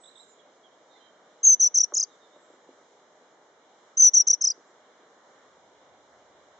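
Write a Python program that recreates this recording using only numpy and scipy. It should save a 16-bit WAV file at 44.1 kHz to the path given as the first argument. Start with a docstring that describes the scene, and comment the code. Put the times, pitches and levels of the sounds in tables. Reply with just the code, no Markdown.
"""In a garden, on pebbles beside a concrete kerb, a young tit gives two bursts of four thin, falling notes.
Each is a frequency-modulated whistle that interferes with its reflections from the kerb and the stones,
and the garden reverberates faintly. Other birds twitter far off over the broadband hum of distant
traffic. A few soft knocks of a finger excite the damped modes of the hand-held camera."""
import sys
import numpy as np
from scipy import signal
from scipy.fft import rfft, irfft
from scipy.io import wavfile
from scipy.ndimage import uniform_filter1d

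SR = 44100
rng = np.random.default_rng(int(sys.argv[2]) if len(sys.argv) > 2 else 0)


def generate_wav(signal):
    """Clip the signal to [-1, 1] and save it as 16-bit WAV at the path in sys.argv[1]."""
    frames = np.transpose(np.atleast_2d(signal))
    scaled = np.clip(frames, -1, 1) * 32767
    pcm = np.round(scaled).astype(np.int16)
    wavfile.write(sys.argv[1], SR, pcm)


N = 290619
TIME = np.arange(N) / SR

# spectrum of the traffic hum and hiss: (frequency [Hz], relative spectral level [dB])
HUM_SPECTRUM = [(25, -51.5), (70, -30.5), (140, -16.5), (280, -7.5), (480, -1.5), (650, -3), (1000, -6),
                (2000, -12), (3000, -14.5), (4000, -16), (5200, -18.5), (7200, -19), (8200, -38.5),
                (9500, -53)]
# likeness of the hum at the two ears: (frequency [Hz], correlation [ratio])
HUM_COHERENCE = [(60, .6), (250, 1), (700, 0.89), (1400, .52), (2800, .2), (7000, 0.067)]
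# far whistles: (time [s], duration [s], start frequency [Hz], glide [Hz], level before panning [dB])
FAR_CALLS = [ (0, 0.11, 7950, -750, -59), (0.154, 0.11, 7800, -850, -60.5), (0.273, .082, 7250, -450, -62),
             (0.387, 0.033, 3420, -380, -61), (0.63, 0.056, 3350, -400, -59.5),
             (0.885, 0.12, 3750, -350, -62.5), (0.898, 0.2, 4100, -350, -67.5),
             (0.949, 0.03, 1950, 400, -62.5), (0.986, 0.12, 3150, -63, -62),
             (2.079, .09, 3780, -350, -64.5), (2.201, .08, 3750, -280, -63),
             (2.312, 0.063, 3650, 53, -64.5), (2.34, 0.28, 7600, -450, -77)]
# far runs of upslurs: (time [s], level before panning [dB])
FAR_TWITTERS = [(.035, -52), (.153, -51)]
# the tit's notes: (start [s], end [s], first crest [Hz], swing down to the trough [Hz],
# source level [dB], kerb echo delay [ms], echo amplitude [ratio])
TIT_NOTES = [ (1.430, 1.554, 6740, 539, -7, .89, .18), (1.595, 1.685, 6410, 593, -9, .87, .25),
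             (1.741, 1.854, 6478, 880, -10.5, .86, .35), (1.936, 2.052, 7065, 1740, -15.5, .82, .33),
             (3.969, 4.097, 6610, 593, -10, 1.0, .7), (4.133, 4.229, 6295, 650, -9, .84, .3),
             (4.268, 4.359, 6327, 840, -11.5, .844, .48), (4.408, 4.527, 6400, 1083, -14.5, .826, .35)]
# shapes of the four notes of a burst: (time to the first crest [s], swell [dB], fade [dB],
# nominal dip in the troughs [dB], nominal break before a rise [dB])
NOTE_SHAPES = [(0.022, 10.5, 3, 2, 0), (.0162, 5, 6.5, 6.5, 3), (0.012, 4, 9.5, 7.5, 14),
               (0.011, 6.5, 8, 5, 13.5)]
# one warble, crest to crest: (position [cycles], height above the trough [ratio], dip weight [ratio])
WARBLE_CYCLE = [(0, 1, 0), (.1, .83, 0), (.19, .42, 0), (.26, .04, 1), (.38, 0, .7), (.54, .12, 1.1),
                (.72, .38, .35), (.88, .8, .05), (1, 1, 0)]
# reflections from the nearest stones: (left delay [ms], right delay [ms], amplitude [ratio])
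STONE_ECHOES = [(1.9, 2.3, 0.091), (3.4, 2.18, 0.073)]
# noise around the tit's whistle: (frequency [Hz], relative spectral level [dB])
RASP_SPECTRUM = [(300, -50), (1500, -28.5), (2800, -13.5), (3800, -12), (4700, -6.5), (6000, -9.5),
                 (7300, 5), (8000, -15.5), (9000, -36), (12000, -53.5)]
# impacts on the camera: (time [s], peak level before the high-pass [dB], contact time [ms])
FINGER_KNOCKS = [(1.922, -32.5, .22), (2.361, -47.5, 0.97), (2.502, -44.5, 0.66), (2.535, -48, 2),
                 (2.687, -41, 1.8), (2.813, -49, 0.65), (4.577, -47, 1.1)]
# modes of the camera body: (frequency [Hz], relative level [dB], time to decay by 60 dB [s])
BODY_MODES = [(268, -14.5, 0.22), (354, 2, 0.096), (485, 0, 0.2), (574, -2, 0.075), (605, 2.5, 0.064),
              (840, -3, 0.039), (1090, -7, 0.059), (1180, 6.5, 0.013), (1510, -4, .018),
              (3290, -10, 0.0075)]
# the camera's stop bands: (centre frequency [Hz], bandwidth [Hz])
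STOP_BANDS = [(2600, 847), (4610, 810), (5420, 171)]


def undb(db):
    """Amplitude ratio of a level: a factor of ten for every 20 dB."""
    return 10 ** (np.asarray(db) / 20)


def add(track, start_s, sound):
    """Superposition: a sound adds linearly to the track from its start time."""
    i = max(int(start_s * SR), 0)
    track[..., i:i + sound.shape[-1]] += sound[..., :N - i]


def on_log_axis(points, hz):
    """Interpolation of (frequency [Hz], value) points on a logarithmic frequency axis."""
    frequency, value = np.transpose(points)
    return np.interp(np.log(hz + 1), np.log(frequency), value)


def drift(rate_hz, size):
    """Random modulation: smoothed Gaussian steps with a spread near 1."""
    hold = max(int(SR / rate_hz), 1)
    steps = np.repeat(rng.standard_normal(size // hold + 1), hold)
    return np.sqrt(2) * uniform_filter1d(uniform_filter1d(steps, hold), hold)[:size]


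def taper(t, length, edge_s):
    """Amplitude envelope with a sine onset and a sine-squared release."""
    onset = np.sin(np.pi / 2 * np.clip(t / edge_s, 0, 1))
    release = np.sin(np.pi / 2 * np.clip((length - t) / edge_s, 0, 1)) ** 2
    return onset * release


def ramp(from_s, for_s):
    """Linear rise from 0 to 1 that then holds."""
    return np.clip((TIME - from_s) / for_s, 0, 1)


def coloured_noise(points):
    """Spectral shaping of white noise by (frequency [Hz], level [dB]) points, scaled to unit rms."""
    hz = np.arange(N // 2 + 1) * SR / N
    noise = irfft(rfft(rng.standard_normal(N)) * undb(on_log_axis(points, hz)), N)
    return noise / noise.std()


def reverberation(sound, t60, build_s, db):
    """Diffuse field: dense reflections build up and decay exponentially, independently at each ear."""
    t = TIME[:SR]
    response = rng.standard_normal((2, SR)) * undb(-60 * t / t60) * np.clip(t / build_s, 0, 1) ** 2
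    response /= np.sqrt(np.sum(response ** 2, axis=1, keepdims=True))
    return undb(db) * signal.fftconvolve(np.atleast_2d(sound), response, axes=1)[:, :N]


def traffic_hum(level_db=-58, flicker_db=0.88, growth_db=1.5):
    """Partly coherent noise, flickering by octave band; tyre hiss grows as the traffic draws nearer."""
    hz = np.arange(N // 2 + 1) * SR / N
    colour, coherence = undb(on_log_axis(HUM_SPECTRUM, hz)), on_log_axis(HUM_COHERENCE, hz)
    mid, side = rfft(rng.standard_normal((2, N)))
    ear_sign = np.array([[1], [-1]])
    spectrum = colour * (mid * np.sqrt(1 + coherence) + ear_sign * side * np.sqrt(1 - coherence))
    rightward_db = 1.65 * on_log_axis([(700, 0), (2400, 0.93), (6000, 0)], hz)
    spectrum *= undb(-ear_sign * rightward_db)
    octave = np.floor(np.log2(np.clip(hz, 64, 4096)))
    approach_db = growth_db * ramp(from_s=4.6, for_s=.6)
    hum = np.zeros((2, N))
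    for k in np.unique(octave):
        band = irfft(spectrum * (octave == k), N)
        tyre_share = on_log_axis([(256, .3), (1024, 1), (4096, .3)], 2 ** k)
        hum += band * undb(flicker_db * drift(12, N) + approach_db * tyre_share)
    return hum * undb(level_db) / hum.std()


def traffic_drone(pitch_hz=612, waver_hz=11, level_db=-70):
    """A tone within the hum wavers by random frequency and amplitude modulation."""
    hz = pitch_hz + waver_hz * drift(30, N)
    return np.sin(2 * np.pi * np.cumsum(hz) / SR) * undb(level_db + 3 * drift(14, N))


def far_whistle(length, start_hz, glide_hz, db, buzz_hz, bend):
    """A tone glides by a power law (late if bend exceeds 1); random frequency modulation adds buzz."""
    t = TIME[:int(length * SR)]
    hz = start_hz + glide_hz * (t / length) ** bend + buzz_hz * drift(1200, len(t))
    return undb(db) * taper(t, length, length / 3) * np.sin(2 * np.pi * np.cumsum(hz) / SR)


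def far_twitter(db, spacing_s=.018):
    """Three rising frequency sweeps in quick succession, the last higher and drawn out."""
    quick, drawn_out = (.0165, 3020, 880), (.032, 3520, 500)  # (duration [s], start [Hz], rise [Hz])
    out = np.zeros(N)
    for k, slur in enumerate([quick, quick, drawn_out]):
        add(out, k * spacing_s, far_whistle(*slur, db, buzz_hz=55, bend=.4))
    return out


def far_birds(pan_db=5, buzz_share=.017, pip_count=7):
    """Reverberation blurs the distant calls; an interaural level difference places them to the right."""
    # faint high pips at random times, in the columns of FAR_CALLS
    pips = [(when * TIME[-1], .065, 7100 + 400 * (2 * height - 1), -150, -74.5)
            for when, height in rng.random((pip_count, 2))]
    calls = np.zeros(N)
    for start, length, hz, glide_hz, db in FAR_CALLS + pips:
        add(calls, start, far_whistle(length, hz, glide_hz, db, buzz_share * hz, bend=2))
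    for start, db in FAR_TWITTERS:
        add(calls, start, far_twitter(db))
    garden = reverberation(calls, t60=.45, build_s=.01, db=-5)
    return undb([[-pan_db], [pan_db]]) * (calls + garden)


def tit_note(length, crest_hz, swing_hz, level_db, turn, crest_sink_hz=175, trough_sink=.125):
    """Amplitude and phase of a frequency-modulated whistle that sinks and weakens on each plunge."""
    lead_s, swell_db, fade_db, dip_db, break_db = NOTE_SHAPES[turn]
    warble_hz = 34.6 if turn else 38.7  # the opening note of a burst warbles faster
    t = TIME[:int(length * SR)]
    progress = t / length
    cycle = (t - lead_s) * warble_hz
    last_crest = np.floor((length - lead_s) * warble_hz - 1 / 4)
    position = np.minimum(cycle, last_crest + 1 / 2) % 1  # after the last crest the pitch stays down
    knots, *curves = np.transpose(WARBLE_CYCLE)
    height, weakness = (uniform_filter1d(np.interp(position, knots, curve), 50) for curve in curves)
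    top_hz = crest_hz - crest_sink_hz * np.clip(cycle, 0, last_crest)
    bottom_hz = crest_hz - swing_hz * (1 + trough_sink * np.clip(cycle - 1 / 3, 0, last_crest))
    jitter_hz = 16 * drift(1500, len(t))
    crack_hz = 9 * dip_db * weakness * drift(900, len(t))  # the deeper the voice dips, the more it cracks
    hz = bottom_hz + (top_hz - bottom_hz) * height + jitter_hz + crack_hz
    # the voice swells for a third of the note, then fades ever faster
    swelling = swell_db * np.interp(progress, [0, .33], [1, 0])
    fading = fade_db * np.interp(progress, [.33, 1], [0, 1]) ** 2
    # the dips, and the breaks just before each climb, deepen as the note goes on
    dips = dip_db * weakness * (1 + .43 * (progress - .5))
    breaks = break_db * progress * np.exp(-((cycle % 1 - .67) / .075) ** 2)
    amplitude = undb(level_db - swelling - fading - dips - breaks) * taper(t, t[-1], edge_s=.011)
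    return amplitude, 2 * np.pi * np.cumsum(hz) / SR


def with_kerb_echo(amplitude, phase, echo_ms, echo_gain, right_lag_ms=.011):
    """Comb filtering: direct and reflected waves interfere, weakening different pitches at each ear."""
    t = TIME[:len(phase)]

    def delayed(ms):
        """The whistle after a propagation delay."""
        emitted = t - ms / 1000
        return np.interp(emitted, t, amplitude) * np.sin(np.interp(emitted, t, phase))

    return delayed(0) + echo_gain * np.array([delayed(echo_ms), delayed(echo_ms + right_lag_ms)])


def stone_echoes(whistle):
    """Early reflections from the stones beat against the plunging pitch and roughen it."""
    out = np.zeros((2, N))
    for *delays_ms, gain in STONE_ECHOES:
        for ear, ms in enumerate(delays_ms):
            out[ear] += gain * np.interp(TIME - ms / 1000, TIME, whistle[ear])
    return out


def rasp(whistle, gain_db=-35):
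    """Faint noise, partly coherent between the ears, is amplitude-modulated by the whistle's envelope."""
    envelope = uniform_filter1d(np.abs(whistle).mean(axis=0), size=500)
    common = coloured_noise(RASP_SPECTRUM)
    separate = np.array([coloured_noise(RASP_SPECTRUM) for _ in range(2)])
    return undb(gain_db) * envelope * (common + 1.7 * separate)


def tit(left_minus_right_db=1.4):
    """The near bird's voice and early reflections, scattered by pebbles and prolonged by the garden."""
    whistle = np.zeros((2, N))
    for k, (start, end, crest_hz, swing_hz, db, echo_ms, echo_gain) in enumerate(TIT_NOTES):
        amplitude, phase = tit_note(end - start, crest_hz, swing_hz, db, turn=k % len(NOTE_SHAPES))
        add(whistle, start, with_kerb_echo(amplitude, phase, echo_ms, echo_gain))
    whistle *= undb([[left_minus_right_db / 2], [-left_minus_right_db / 2]])
    whistle += stone_echoes(whistle)
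    voice = whistle + rasp(whistle)
    pebbles = reverberation(voice, t60=.044, build_s=.006, db=-22.5)
    garden = reverberation(voice, t60=.33, build_s=.012, db=-35.5)
    return voice + pebbles + garden


def voice_clicks(ring_hz=8500, t60=.0013, level_db=-45):
    """A heavily damped sinusoid clicks at the first crest of each note but the opening one of a burst."""
    out, t = np.zeros(N), TIME[:SR // 100]
    click = undb(level_db - 60 * t / t60) * np.sin(2 * np.pi * ring_hz * t)
    for k, (start, *_) in enumerate(TIT_NOTES):
        turn = k % len(NOTE_SHAPES)
        if turn:
            add(out, start + NOTE_SHAPES[turn][0], click)
    return out


def camera_knocks(rebound_s=.007, rebound_gain=.43, rebound_cutoff_hz=500, high_pass_hz=210):
    """A finger bumps the camera and settles, exciting damped modes; longer contact gives a duller ring."""
    out, t = np.zeros(N), TIME[:SR // 4]
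    for start, peak_db, contact_ms in FINGER_KNOCKS:
        modes = sum(undb(db - 60 * t / t60) * np.sin(2 * np.pi * (hz * t + rng.random()))
                    for hz, db, t60 in BODY_MODES)
        force = np.hanning(3 + int(contact_ms * SR / 1000))
        ring = np.convolve(modes, force)
        ring *= undb(peak_db) / np.abs(ring).max()
        rebound = signal.lfilter(*signal.butter(1, rebound_cutoff_hz, fs=SR), ring)
        add(out, start, ring)
        add(out, start + rebound_s, rebound_gain * rebound)
    return signal.sosfilt(signal.butter(4, high_pass_hz, "high", fs=SR, output="sos"), out)


def rumble(level_db=-78):
    """Low-frequency noise, incoherent between the ears, enters late and fluctuates in level."""
    spectrum = [(25, -24.5), (75, 0), (150, -2), (400, -25), (3000, -80)]
    noise = np.array([coloured_noise(spectrum) for _ in range(2)])
    return noise * ramp(from_s=5.2, for_s=.6) * undb(level_db + 2 * drift(8, N))


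def scene():
    """Superposition of all sources at the camera."""
    return tit() + voice_clicks() + far_birds() + camera_knocks() + traffic_hum() + traffic_drone() + rumble()


def record(dry, cutoff_hz=10500):
    """The camera's notch filters ring as a whistle sweeps through them; a low-pass cuts the top."""
    for hz, width_hz in STOP_BANDS:
        dry = signal.lfilter(*signal.iirnotch(hz, hz / width_hz, fs=SR), dry)
    return signal.sosfilt(signal.ellip(8, .2, 70, cutoff_hz, fs=SR, output="sos"), dry)


dry = scene()
out = record(dry)
generate_wav(out)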